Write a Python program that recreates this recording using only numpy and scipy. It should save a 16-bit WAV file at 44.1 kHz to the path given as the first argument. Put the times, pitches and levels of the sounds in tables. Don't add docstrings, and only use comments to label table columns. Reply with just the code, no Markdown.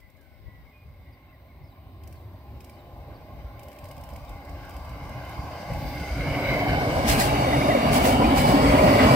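import sys
import numpy as np
from scipy import signal
from scipy.fft import rfft, irfft
from scipy.io import wavfile
from scipy.ndimage import uniform_filter1d, map_coordinates

SR = 44100
rng = np.random.default_rng(int(sys.argv[2]) if len(sys.argv) > 2 else 0)


def waveform_to_disk(signal):
    frames = np.transpose(np.atleast_2d(signal))
    scaled = np.clip(frames, -1, 1) * 32767
    samples = np.round(scaled).astype(np.int16)
    wavfile.write(sys.argv[1], SR, samples)


def undo_db(level):
    steps = np.asarray(level, float) / 20
    return 10 ** steps


N = 403515

# [t/s, level/dB, brightness/dB]
APPROACH = [(0, -64, 3), (.55, -60.5, 1.5), (1.5, -57, -5.5), (2.3, -52, -5.5), (3.4, -49.5, -3.5),
            (3.8, -50, -2.5), (4.4, -47, 0), (5.05, -43.5, 2), (5.7, -37.5, 1.5), (6.1, -37.5, 6.5),
            (6.4, -31.5, 1), (6.95, -24.5, 0), (7.3, -25, 1.5), (7.8, -22, -1.5), (8.2, -21, -4),
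            (8.65, -21, 0), (9.15, -16.5, -1.5)]
# [t/s, nearness/0-1, lag of the left ear/ms]
PATH = [(0, 0.19, -0.16), (2.6, 0.03, -0.12), (3.8, 0.42, -0.12), (5.7, 0.53, -0.015), (6.2, 0.84, -0.014),
        (6.75, 0.77, 0.21), (7.3, 0.94, 0.46), (9.15, 1, 0.48)]
# [f/Hz, level/dB]
RUMBLE_COLOURS = [
    [(15, -43), (25, -14), (48, -1), (70, 5), (150, -7.5), (200, -20.5), (260, -73), (440, -120)],
    [(15, -39), (25, -10), (59, 4.5), (91, -2), (134, 2.5), (173, -3), (200, -15), (260, -51), (440, -120)],
]
RAIL_COLOURS = [
    [(120, -34), (200, 1.5), (361, -1), (437, -11), (594, -2.5), (807, -6.5), (885, -12), (1070, -7.5), (1250, -18), (1620, -54), (2750, -120)],
    [(120, -14), (200, -4.5), (291, -3.5), (418, -11.5), (585, 0.5), (833, -2), (892, -7.5), (1060, -2), (1180, -3.5), (1250, -54), (1620, -39), (2750, -120)],
    [(120, -27), (200, -10.5), (276, -4), (334, -13.5), (381, -8), (437, -14), (608, -5.5), (913, -13.5), (1080, -13), (1250, -18), (1620, -28.5), (2750, -120)],
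]
WHEEL_COLOURS = [
    [(740, -37), (1250, -2), (1590, 3.5), (1850, -13.5), (2110, 6.5), (2410, -4.5), (2800, -6.5), (3060, -2.5), (3310, -23), (4000, -10), (5200, -52), (8800, -120)],
    [(740, -56), (1250, -31), (1500, -3), (1890, -15.5), (2010, -6), (2210, 3), (2470, -14), (3020, -11), (3390, -27), (4000, -16), (5200, -58), (8800, -120)],
    [(740, -51), (1250, -4), (1770, -3), (1950, -4), (2230, -4), (2530, -7.5), (2830, -1), (3140, -10), (4000, -15), (5200, -68), (8800, -120)],
]
HISS_COLOURS = [
    [(2060, -58), (3500, -5.5), (3880, -11), (4220, -8.5), (4810, 2), (5230, -5), (5730, -7), (6740, -15), (8240, -13.5), (10600, -17.5), (12500, -13.5), (14900, -26), (16000, -24), (16500, -51)],
    [(2350, -18), (4000, -7.5), (4480, 4), (4980, -0.5), (5440, -5), (6540, -9.5), (8150, -6.5), (9390, -10), (15000, -13.5), (16200, -34), (16500, -59)],
]
# [f/Hz, share/0-1]
AIMED = [(60, 0.97), (150, 0.98), (300, 0.89), (700, 0.87), (1400, 0.49), (2200, 0.52), (3500, 0.18),
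         (7000, 0), (15000, 0)]
# [t/s, half width/s, level/dB]
RUMBLE_SWELLS = [(.25, .06, -6), (.7, 0.091, -4), (1.02, 0.065, -5), (1.2, .05, -9), (2.67, .05, -4),
                 (3.15, 0.078, 4.5), (3.75, .05, -9), (4.12, 0.076, 4), (4.8, 0.056, -1),
                 (5.58, 0.097, -7), (7.2, 0.11, 3), (7.76, 0.15, -4.5), (8.55, 0.093, 3.5)]
# [from t/s, to t/s, from f/Hz, to f/Hz, level over train/dB]
HUMS = [
    (15, [(8.45, 9.3, 610, 616, -10)]),
    (45, [(0, 5.7, 1052, 1053, -14), (2.4, 6.1, 819.5, 822, -9), (2.6, 4.6, 590, 589.3, -11.5), (7.7, 9.3, 241.3, 214.8, -11)]),
    (90, [(7.3, 9.3, 2200, 2310, -19.5), (7.0, 8.2, 2920, 2720, -23), (8.5, 9.3, 1945, 1937, -16.5), (8.8, 9.3, 400, 440, -12.5), (7.25, 7.85, 3720, 3680, -22), (7.1, 7.6, 8350, 8250, -40), (7.45, 7.75, 12400, 12400, -35), (7.95, 9.3, 8150, 8050, -34.5), (7.3, 8.3, 6050, 5400, -34.5), (1.5, 3.2, 370, 350, -12)]),
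    (200, [(6.15, 6.6, 540, 600, -2.5), (6.5, 7.4, 640, 829.6, -10), (5.95, 6.8, 2200, 2150, -11.5), (8.1, 8.55, 3050, 2950, -19), (6.8, 7.3, 1050, 1050, -13.5), (7.6, 8.6, 652, 817.6, -10)]),
]
# [t/s, f/Hz, level/dB]
EXHAUST_FAR = [(.5, 261.7, -72.5), (3.2, 270, -65), (4.6, 288.3, -58.5), (6.0, 291, -50.5),
               (6.4, 290.6, -40.5), (6.95, 294, -36), (7.3, 286.6, -42)]
# [from t/s, to t/s, f/Hz, level/dB]
EXHAUST_GAPS = [(7.47, 7.58, 290, -31), (7.65, 7.79, 283, -27), (7.999, 8.07, 258, -27),
                (8.141, 8.3, 287.4, -28.5), (8.53, 8.777, 282.1, -22), (8.86, 8.937, 279.6, -18.5)]
# [t/s, peak level/dB, f/Hz]
JOINT_THUDS = [(0.033, -42, 76.5), (0.149, -51, 76), (0.308, -40, 78.6), (0.465, -38, 109),
               (0.475, -43, 200), (0.81, -38, 72.7), (1.282, -32, 59.2), (1.525, -35, 67.3),
               (1.62, -28, 68.6), (1.867, -45, 132), (2.013, -36, 78.1), (2.157, -41, 76),
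               (2.27, -34, 94.2), (2.506, -27, 101), (2.644, -51, 78.1), (2.935, -44, 87),
               (3.441, -21, 56.7), (3.829, -25, 88.8), (4.3, -31, 56.5), (4.528, -26, 70.4),
               (4.75, -29, 61), (4.914, -22, 69), (5.386, -17.5, 69.6), (5.763, -29, 64.6), (6, -19, 67),
               (6.11, -13.5, 60), (6.705, -23, 78), (6.865, -12, 110), (7.04, -14.5, 75), (7.678, -16, 147),
               (8.271, -13, 72.7), (8.686, -10, 61.6), (8.94, -9, 111.1)]
# [t/s, peak level/dB, f/Hz]
RAIL_KNOCKS = [(5.695, -26.5, 587), (6.323, -28, 551), (6.379, -26, 625), (6.446, -20, 553),
               (6.558, -20, 576), (6.618, -13.5, 660), (6.663, -19, 669), (6.729, -15, 715),
               (6.77, -16, 818), (6.815, -15, 727), (6.848, -20, 573), (6.967, -12.5, 602),
               (7.099, -13, 647), (7.191, -12.5, 606), (7.258, -23, 743), (7.415, -16, 804),
               (7.465, -14, 489), (7.53, -15, 874), (7.56, -23, 570), (7.648, -20, 680), (7.681, -10, 563),
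               (7.744, -8.5, 515), (7.85, -19, 690), (7.906, -17, 720), (7.955, -13, 732),
               (8.063, -8.5, 545), (8.236, -17, 753), (8.299, -16, 511), (8.339, -13, 764), (8.44, -9, 805),
               (8.507, -23, 594), (8.57, -25, 660), (8.614, -12, 495), (8.703, -26, 611), (8.761, -13, 610),
               (8.831, -9, 615), (8.866, -13, 640), (8.922, -18, 464), (8.953, -10, 614), (9.116, -15, 606)]
# [t/s, peak level/dB, f/Hz]
DISC_CLANKS = [(6.2059, -26, 2120), (6.3745, -26, 2120), (6.4469, -23, 2170), (6.4803, -28, 2270),
               (6.5626, -22, 2180), (6.8629, -27, 2100), (7.0939, -26, 2460), (7.2056, -20, 1990),
               (7.2785, -33, 2240), (7.3603, -24, 2190), (7.4381, -24, 2190), (7.5269, -18.5, 1990),
               (7.6127, -18, 2110), (7.705, -16, 1985), (7.7504, -19, 2160), (7.916, -28, 2170),
               (8.0427, -25, 2000), (8.1565, -35, 2240), (8.2393, -20.5, 2310), (8.381, -24, 2280),
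               (8.4493, -30, 2170), (8.4802, -29, 1950), (8.5172, -27, 2280), (8.6055, -24, 1935),
               (8.7252, -24, 2232), (8.7845, -16.5, 2210), (8.8738, -24, 1960), (8.9362, -19, 2230),
               (8.9936, -23, 2030), (9.0973, -16, 2290)]
# [t/s, peak level/dB, f/Hz]
BODY_BOOMS = [(5.818, -20, 119), (6.008, -23, 168), (6.267, -20, 129), (6.339, -26, 283), (6.603, -20, 140),
              (6.649, -16.5, 294), (6.736, -23, 291), (6.908, -22, 131), (6.956, -16, 109),
              (7.041, -13, 252), (7.094, -11.5, 128), (7.172, -16, 248), (7.229, -17, 147),
              (7.294, -22, 154), (7.335, -20, 279), (7.415, -21, 138), (7.505, -26, 132), (7.684, -15, 130),
              (7.899, -14, 188), (8.089, -18, 267), (8.248, -10.5, 293.5), (8.326, -15, 158),
              (8.4, -12, 245), (8.485, -11, 218), (8.532, -5, 275.5), (8.622, -8, 280), (8.737, -12, 279),
              (8.833, -7, 238), (9.02, -13, 240), (9.103, -8, 121)]
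# [t/s, peak level/dB, rattle level/dB]
AXLES = [
    (7.096, -27.5, 1.5),
    (7.211, -29, -1),
    (7.947, -31.5, 3),
    (8.055, -34, 7),
    (8.384, -33, 0.5),
    (8.495, -37.5, -2),
]
# [delay t/s, level/dB]
PLATE_RATTLE = [
    (0, 4),
    (0.023, -8.5),
    (0.042, -13),
    (.08, -17),
]
# [f/Hz, level/dB]
SPRAY_COLOUR = [(880, -32), (1500, -4.5), (2150, -3), (3280, -8), (4900, -7), (6620, -12.5), (8340, -9),
                (10000, -13), (11600, -12), (13600, -16.5), (15200, -13), (16000, -16), (16500, -45)]
# [t/s, peak level/dB, low knock level/dB]
LONE_TICKS = [
    (5.7334, -41, 2),
    (5.9978, -40.5, 5),
]
# [t/s, peak level/dB, low knock level/dB]
EARLY_TICKS = [(.002, -57, 0), (0.099, -59, -15), (.167, -60, -15), (.21, -58, -15), (.228, -68, -15)]
# [delay t/s, level/dB, low knock level/dB]
TRIPLET = [(0, -2.5, 1.5), (0.0386, -0.5, -4), (0.09, -4, 1)]
RUN_UP = [
    (-.071, -5, 0),
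    (-.058, -5.5, 1),
    (-.026, -6, -14),
    (0, 0, -0.5),
]
PAIR = [
    (-.0435, -4, -11),
    (0, 1, -10),
]
# [t/s, peak level/dB]
TRIPLET_STARTS = [(2.0348, -46.5), (2.605, -45), (3.5927, -45)]
RUN_UP_STARTS = [(3.7863, -45), (3.9115, -42.5), (4.0362, -43), (4.1599, -43.5), (4.7641, -42.5)]
# [f/Hz, level/dB]
CRACK_COLOUR = [(4000, -4), (5200, 1), (6500, -5.5), (8400, 0), (10000, -5), (11700, 0), (13000, -2),
                (16000, -2)]
# [f/Hz, level/dB, T60/s]
KNOCK_MODES = [(2310, -2, 0.022), (2670, -2.5, 0.022), (3070, -5, 0.025)]
# [t/s, length/s, from f/Hz, bend f/Hz, to f/Hz, level/dB]
BIRD_NOTES = [(.015, .068, 2060, 2010, 1990, -58), (.175, .22, 1710, 1520, 1480, -71.5),
              (.455, .18, 1950, 1975, 1930, -63), (.725, .125, 2470, 2460, 2430, -64),
              (1.285, .03, 2640, 2670, 2660, -68), (1.32, .04, 2070, 2000, 1880, -63),
              (1.485, .045, 2290, 2220, 2080, -62)]
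# [t/s, length/s, from f/Hz, to f/Hz, level/dB]
WARBLES = [
    (0, 1.64, 2162, 2107, -72.5),
    (0.663, 0.077, 2200, 2100, -65),
    (1.051, 0.13, 2050, 2005, -68),
    (1.61, .07, 2100, 2120, -67),
]
# [t/s, f/Hz, level/dB]
CHIRPS = [(1.12, 5050, -70), (1.635, 5350, -70), (1.67, 5100, -70), (1.7, 4050, -68), (2.15, 4700, -68),
          (2.19, 3950, -72), (2.73, 4750, -68), (2.78, 4100, -66), (3.14, 4770, -65), (3.675, 3200, -62),
          (4.27, 3830, -60.5)]
# [f/Hz, level/dB]
WIND_PUFF = [(0, -60), (.44, -50), (.48, -43), (.52, -54), (.7, -56)]
BUFFET_COLOUR = [(20, -12), (60, 12), (130, -3), (280, -15), (500, -17), (1000, -90)]
# [f/Hz, level/dB]
FIELD_COLOUR = [(1060, -39), (1800, -8.5), (2130, -8.5), (3200, -16), (3890, -12), (6970, -43.5),
                (8620, -21.5), (10500, -48), (12800, -14), (15000, -13.5), (16000, -22), (16500, -45)]
# [t/s, half width/s, level/dB]
GUSTS = [
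    (3.9, .5, 2),
    (5.87, 0.14, 9.5),
    (6.5, 0.23, 8),
    (8.9, .25, 9),
]
# [f/Hz, level/dB]
BASS_SIDE = [(40, 6.5), (130, 1.5), (260, -5), (500, 0)]

MIDWAY_DB = -40


def unit(x):
    return x / np.sqrt(np.mean(x ** 2) + 1e-20)


def along(points, hz):
    f, v = np.transpose(points)
    return np.interp(np.log(hz + 1), np.log(f + 1), v)


def curves(rows, outside=None):
    s, *cols = np.transpose(rows)
    return [np.interp(np.arange(N) / SR, s, c, outside, outside) for c in cols]


def wobble(rate, size=N):
    knots = rng.standard_normal(int(size * rate / SR) + 4)
    return map_coordinates(knots, [np.arange(size) * rate / SR])


def bumps(rows):
    t = np.arange(N) / SR
    return sum(db * np.exp(-((t - s) / wide) ** 2) for s, wide, db in rows)


def heard(x, turn=1):
    half = turn * curves(PATH)[1] * SR / 2000
    return np.array([map_coordinates(x, [np.arange(N) + side * half], mode="nearest") for side in (-1, 1)])


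def echoed(x, wet_db, t60):
    tail = rng.standard_normal((2, SR // 3)) * undo_db(-60 * np.arange(SR // 3) / SR / t60)
    wet = signal.fftconvolve(np.atleast_2d(x), tail / np.linalg.norm(tail[0]), axes=1)
    return x + undo_db(wet_db) * wet[:, :N]


def rush(colours, patchy_db, turn, size=1024, at=(0, 1)):
    hz, t, z = signal.stft(rng.standard_normal((3, N)), SR, nperseg=size)
    field = rng.standard_normal(z.shape[1:])
    field = uniform_filter1d(uniform_filter1d(field, 4, axis=0), 12, axis=1)
    nearness = np.interp(t, *np.transpose(PATH)[:2])
    stage = np.interp(nearness, at, np.linspace(0, len(colours) - 1, len(at)))
    blend = [np.outer(along(c, hz), np.clip(1 - abs(stage - k), 0, 1)) for k, c in enumerate(colours)]
    gain = undo_db(sum(blend))
    gain = gain / np.sqrt(np.mean(gain ** 2, axis=0)) * undo_db(patchy_db * unit(field))
    aimed = np.clip(along(AIMED, hz), 0, 1)[:, None]
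    shares = np.sqrt([aimed, 1 - aimed, 1 - aimed])
    parts = signal.istft(z * gain * shares, SR, nperseg=size)[1][:, :N]
    return unit(heard(parts[0], turn) + parts[1:])


def whistle(rows, width_hz=0, flutter_db=0, flutter_rate=25, overtone=0, even=0):
    s, hz, db = np.transpose(rows)
    t = np.arange(max(round(s[0] * SR), 0), min(round(s[-1] * SR), N)) / SR
    fade = np.clip(np.minimum(t - s[0], s[-1] - t) / 0.007, 0, 1)
    smear = wobble(width_hz, len(t)) + 1j * wobble(width_hz, len(t)) if width_hz else 1
    smear = smear / np.abs(smear) ** even
    turn = np.exp(2j * np.pi * np.cumsum(np.interp(t, s, hz)) / SR)
    level = undo_db(np.interp(t, s, db) + 2.5 + flutter_db * wobble(flutter_rate, len(t)))
    out = np.zeros(N)
    out[round(t[0] * SR):][:len(t)] = fade * level * np.real(smear * (turn + overtone * turn ** 2))
    return out


def rolling():
    rail_db, bright_db = curves(APPROACH)
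    rumble_db = -37 + 0.65 * (rail_db - MIDWAY_DB) + 0.59 * wobble(3.7)
    rumble_db = rumble_db - 28 * (np.arange(N) < .42 * SR) + bumps(RUMBLE_SWELLS)
    lead_db = bumps([(6.54, .3, 5.5)])
    wheel_db = rail_db - 9 + 0.71 * bright_db + lead_db + 1.0 * wobble(8)
    hiss_db = rail_db - 16.5 + bright_db + 0.2 * wobble(6.6)
    throb = wobble(16) + 0.74 * wobble(30)

    rumble = undo_db(rumble_db + 1.24 * throb + 3.16 * np.tanh(wobble(14)))
    rumble = rumble * rush(RUMBLE_COLOURS, patchy_db=1.5, turn=0.092, size=4096)
    rail = undo_db(rail_db + 0.33 * throb + 0.82 * wobble(40))
    rail = rail * rush(RAIL_COLOURS, patchy_db=2.0, turn=0.66, at=(0, .5, .8), size=2048)
    wheel = undo_db(wheel_db + 0.16 * throb + 1.25 * wobble(50))
    wheel = wheel * rush(WHEEL_COLOURS, patchy_db=2.5, turn=1.0, at=(.5, .8, 1))
    hiss = undo_db(hiss_db + .4 * throb + .4 * wobble(60))
    hiss = hiss * rush(HISS_COLOURS, patchy_db=2.8, turn=1, at=(.8, 1))
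    return rumble + rail + wheel + hiss


def hum_glide(a, b, f, g, db):
    rise_s, rise_db = 0.41, 2.5
    return [(a, f, db - rise_db), (a + rise_s, f + (g - f) * rise_s / (b - a), db), (b, g, db)]


def engine():
    hums = sum(whistle(hum_glide(*row), width_hz, flutter_db=1.5, flutter_rate=8.2, even=0.4)
               for width_hz, rows in HUMS for row in rows)
    width_hz = 9
    exhaust = whistle(EXHAUST_FAR, 2 * width_hz, flutter_db=1.5, flutter_rate=9, even=0.32)
    for a, b, hz, db in EXHAUST_GAPS:
        sag = [(a, hz, db), (b, hz - 3, db - 1.5)]
        exhaust = exhaust + whistle(sag, width_hz, flutter_db=1.3, flutter_rate=29, even=0.75)
    return heard(exhaust + undo_db(curves(APPROACH)[0]) * hums, turn=0.77)


def joints():
    out, t = np.zeros(N + SR), np.arange(SR // 4) / SR
    for s, db, hz in JOINT_THUDS:
        shape = undo_db(db + 0.5 - 60 * t / 0.12) * (1 - np.exp(-t / 0.011))
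        out[round(s * SR):][:len(t)] += shape * np.sin(2 * np.pi * hz * t)
    return heard(out[:N], turn=.3)


def blows(rows, level_db, rise_s, t60, blur_hz):
    out, t = np.zeros(N + SR), np.arange(SR // 5) / SR
    for s, db, hz in rows:
        drift = 2 * np.pi * np.cumsum(blur_hz * wobble(59.6, len(t))) / SR
        shape = undo_db(db + level_db - 60 * t / t60) * (1 - np.exp(-t / rise_s))
        out[round(s * SR):][:len(t)] += shape * np.sin(2 * np.pi * hz * t + drift)
    return out[:N]


def knocks():
    rail = blows(RAIL_KNOCKS, level_db=-0.5, rise_s=0.0051, t60=0.15, blur_hz=59.7)
    discs = blows(DISC_CLANKS, level_db=-4, rise_s=0.0018, t60=0.11, blur_hz=120)
    body = blows(BODY_BOOMS, level_db=-2, rise_s=0.0064, t60=0.16, blur_hz=25.2) * undo_db(-0.5)
    return echoed(heard(.8 * rail + discs + body, turn=0.92), wet_db=-11.5, t60=.4)


def grit_burst(u):
    return np.where(u < 0, np.exp(-(u / 0.023) ** 2), undo_db(-60 * np.maximum(u, 0) / 0.22))


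def axles():
    t = np.arange(N) / SR
    swell = sum(undo_db(db + after_db + rattle_db * (delay > 0)) * grit_burst(t - s - delay)
                for s, db, rattle_db in AXLES for delay, after_db in PLATE_RATTLE)
    grain = undo_db(0.92 * wobble(45) + 1.3 * wobble(300))
    return swell * grain * rush([SPRAY_COLOUR], patchy_db=1.7, turn=0.894, size=512)


def tick_times():
    pair_starts = [(4.2922 + k * .2, -47) for k in range(6)]
    played = [(TRIPLET_STARTS, TRIPLET), (RUN_UP_STARTS, RUN_UP), (pair_starts, PAIR)]
    return [(s + delay, db + step_db, knock_db)
            for starts, figure in played for s, db in starts for delay, step_db, knock_db in figure]


def ticks():
    crack, knock, t = np.zeros((2, N + SR)), np.zeros(N + SR), np.arange(SR // 16) / SR
    shape = undo_db(-60 * t / 0.027) * (1 - np.exp(-t / 0.0032))
    for s, db, knock_db in tick_times() + LONE_TICKS + EARLY_TICKS:
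        start = round(s * SR)
        level = undo_db(db + 9.0 + rng.normal(0, 1.3))
        crack[:, start:][:, :len(t)] += level * shape * rng.standard_normal((2, len(t)))
        ring = sum(undo_db(mode_db + rng.normal(0, 2.5) - 60 * t / t60)
                   * np.sin(2 * np.pi * hz * rng.normal(1, .04) * t) for hz, mode_db, t60 in KNOCK_MODES)
        knock[start:][:len(t)] += undo_db(db + knock_db) * ring * (1 - np.exp(-t / 0.00073))
    hz = np.fft.rfftfreq(N + SR, 1 / SR)
    colour = undo_db(along([(2500, -26)] + CRACK_COLOUR, hz))
    bright = irfft(rfft(crack) * colour, N + SR)[:, :N]
    return echoed(bright + knock[:N], wet_db=-4.5, t60=0.72)


def birds():
    notes = np.zeros(N)
    for s, long, f, bend, g, db in BIRD_NOTES:
        path = [(s, f, db), (s + 0.304 * long, bend, db), (s + long, g, db - 4.0)]
        notes += whistle(path, flutter_db=1.5, flutter_rate=30)
    for s, long, f, g, db in WARBLES:
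        path = [(s, f, db), (s + 0.354 * long, .4 * f + .6 * g, db), (s + long, g, db - 2)]
        notes += whistle(path, width_hz=240)
    chirps = np.zeros(N)
    for s, f, db in CHIRPS:
        fall = [(s, f, db), (s + 0.0344, f * (1 - 0.098), db)]
        chirps += whistle(fall, width_hz=450, even=.3, overtone=0.15)
    return echoed(notes + undo_db(-3.0) * chirps, wet_db=-10, t60=0.4)


def wind():
    level_db = curves(WIND_PUFF, outside=-120)[0] + [[3], [-11]]
    return undo_db(level_db) * rush([BUFFET_COLOUR], patchy_db=2.0, turn=0)


def field_air():
    air_db = -59.5 + 0.43 * (curves(APPROACH)[0] - MIDWAY_DB) + bumps(GUSTS) + 0.3 * wobble(5.7)
    return undo_db(air_db) * rush([FIELD_COLOUR], patchy_db=-2.0, turn=0)


def scene():
    train = rolling() + engine() + joints() + knocks() + axles()
    return train + ticks() + birds() + wind() + field_air()


def low_pass(x):
    return signal.sosfilt(signal.butter(12, 17080, fs=SR, output="sos"), x)


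def record(dry):
    hz = np.fft.rfftfreq(N + SR, 1 / SR)
    band = (hz < 15800) / np.sqrt(1 + (41 / (hz + 1)) ** 6)
    tilt = undo_db(np.outer([-1, 1], along([(5000, 0), (8000, 0.6), (15000, 1.0)], hz)))
    side = rfft(dry[0] - dry[1], N + SR) / 2 * (undo_db(along(BASS_SIDE, hz)) - 1)
    spectrum = (rfft(dry, N + SR) + [side, -side]) * band * tilt
    return low_pass(irfft(spectrum, N + SR)[:, :N])


dry = scene()
out = record(dry)
waveform_to_disk(out)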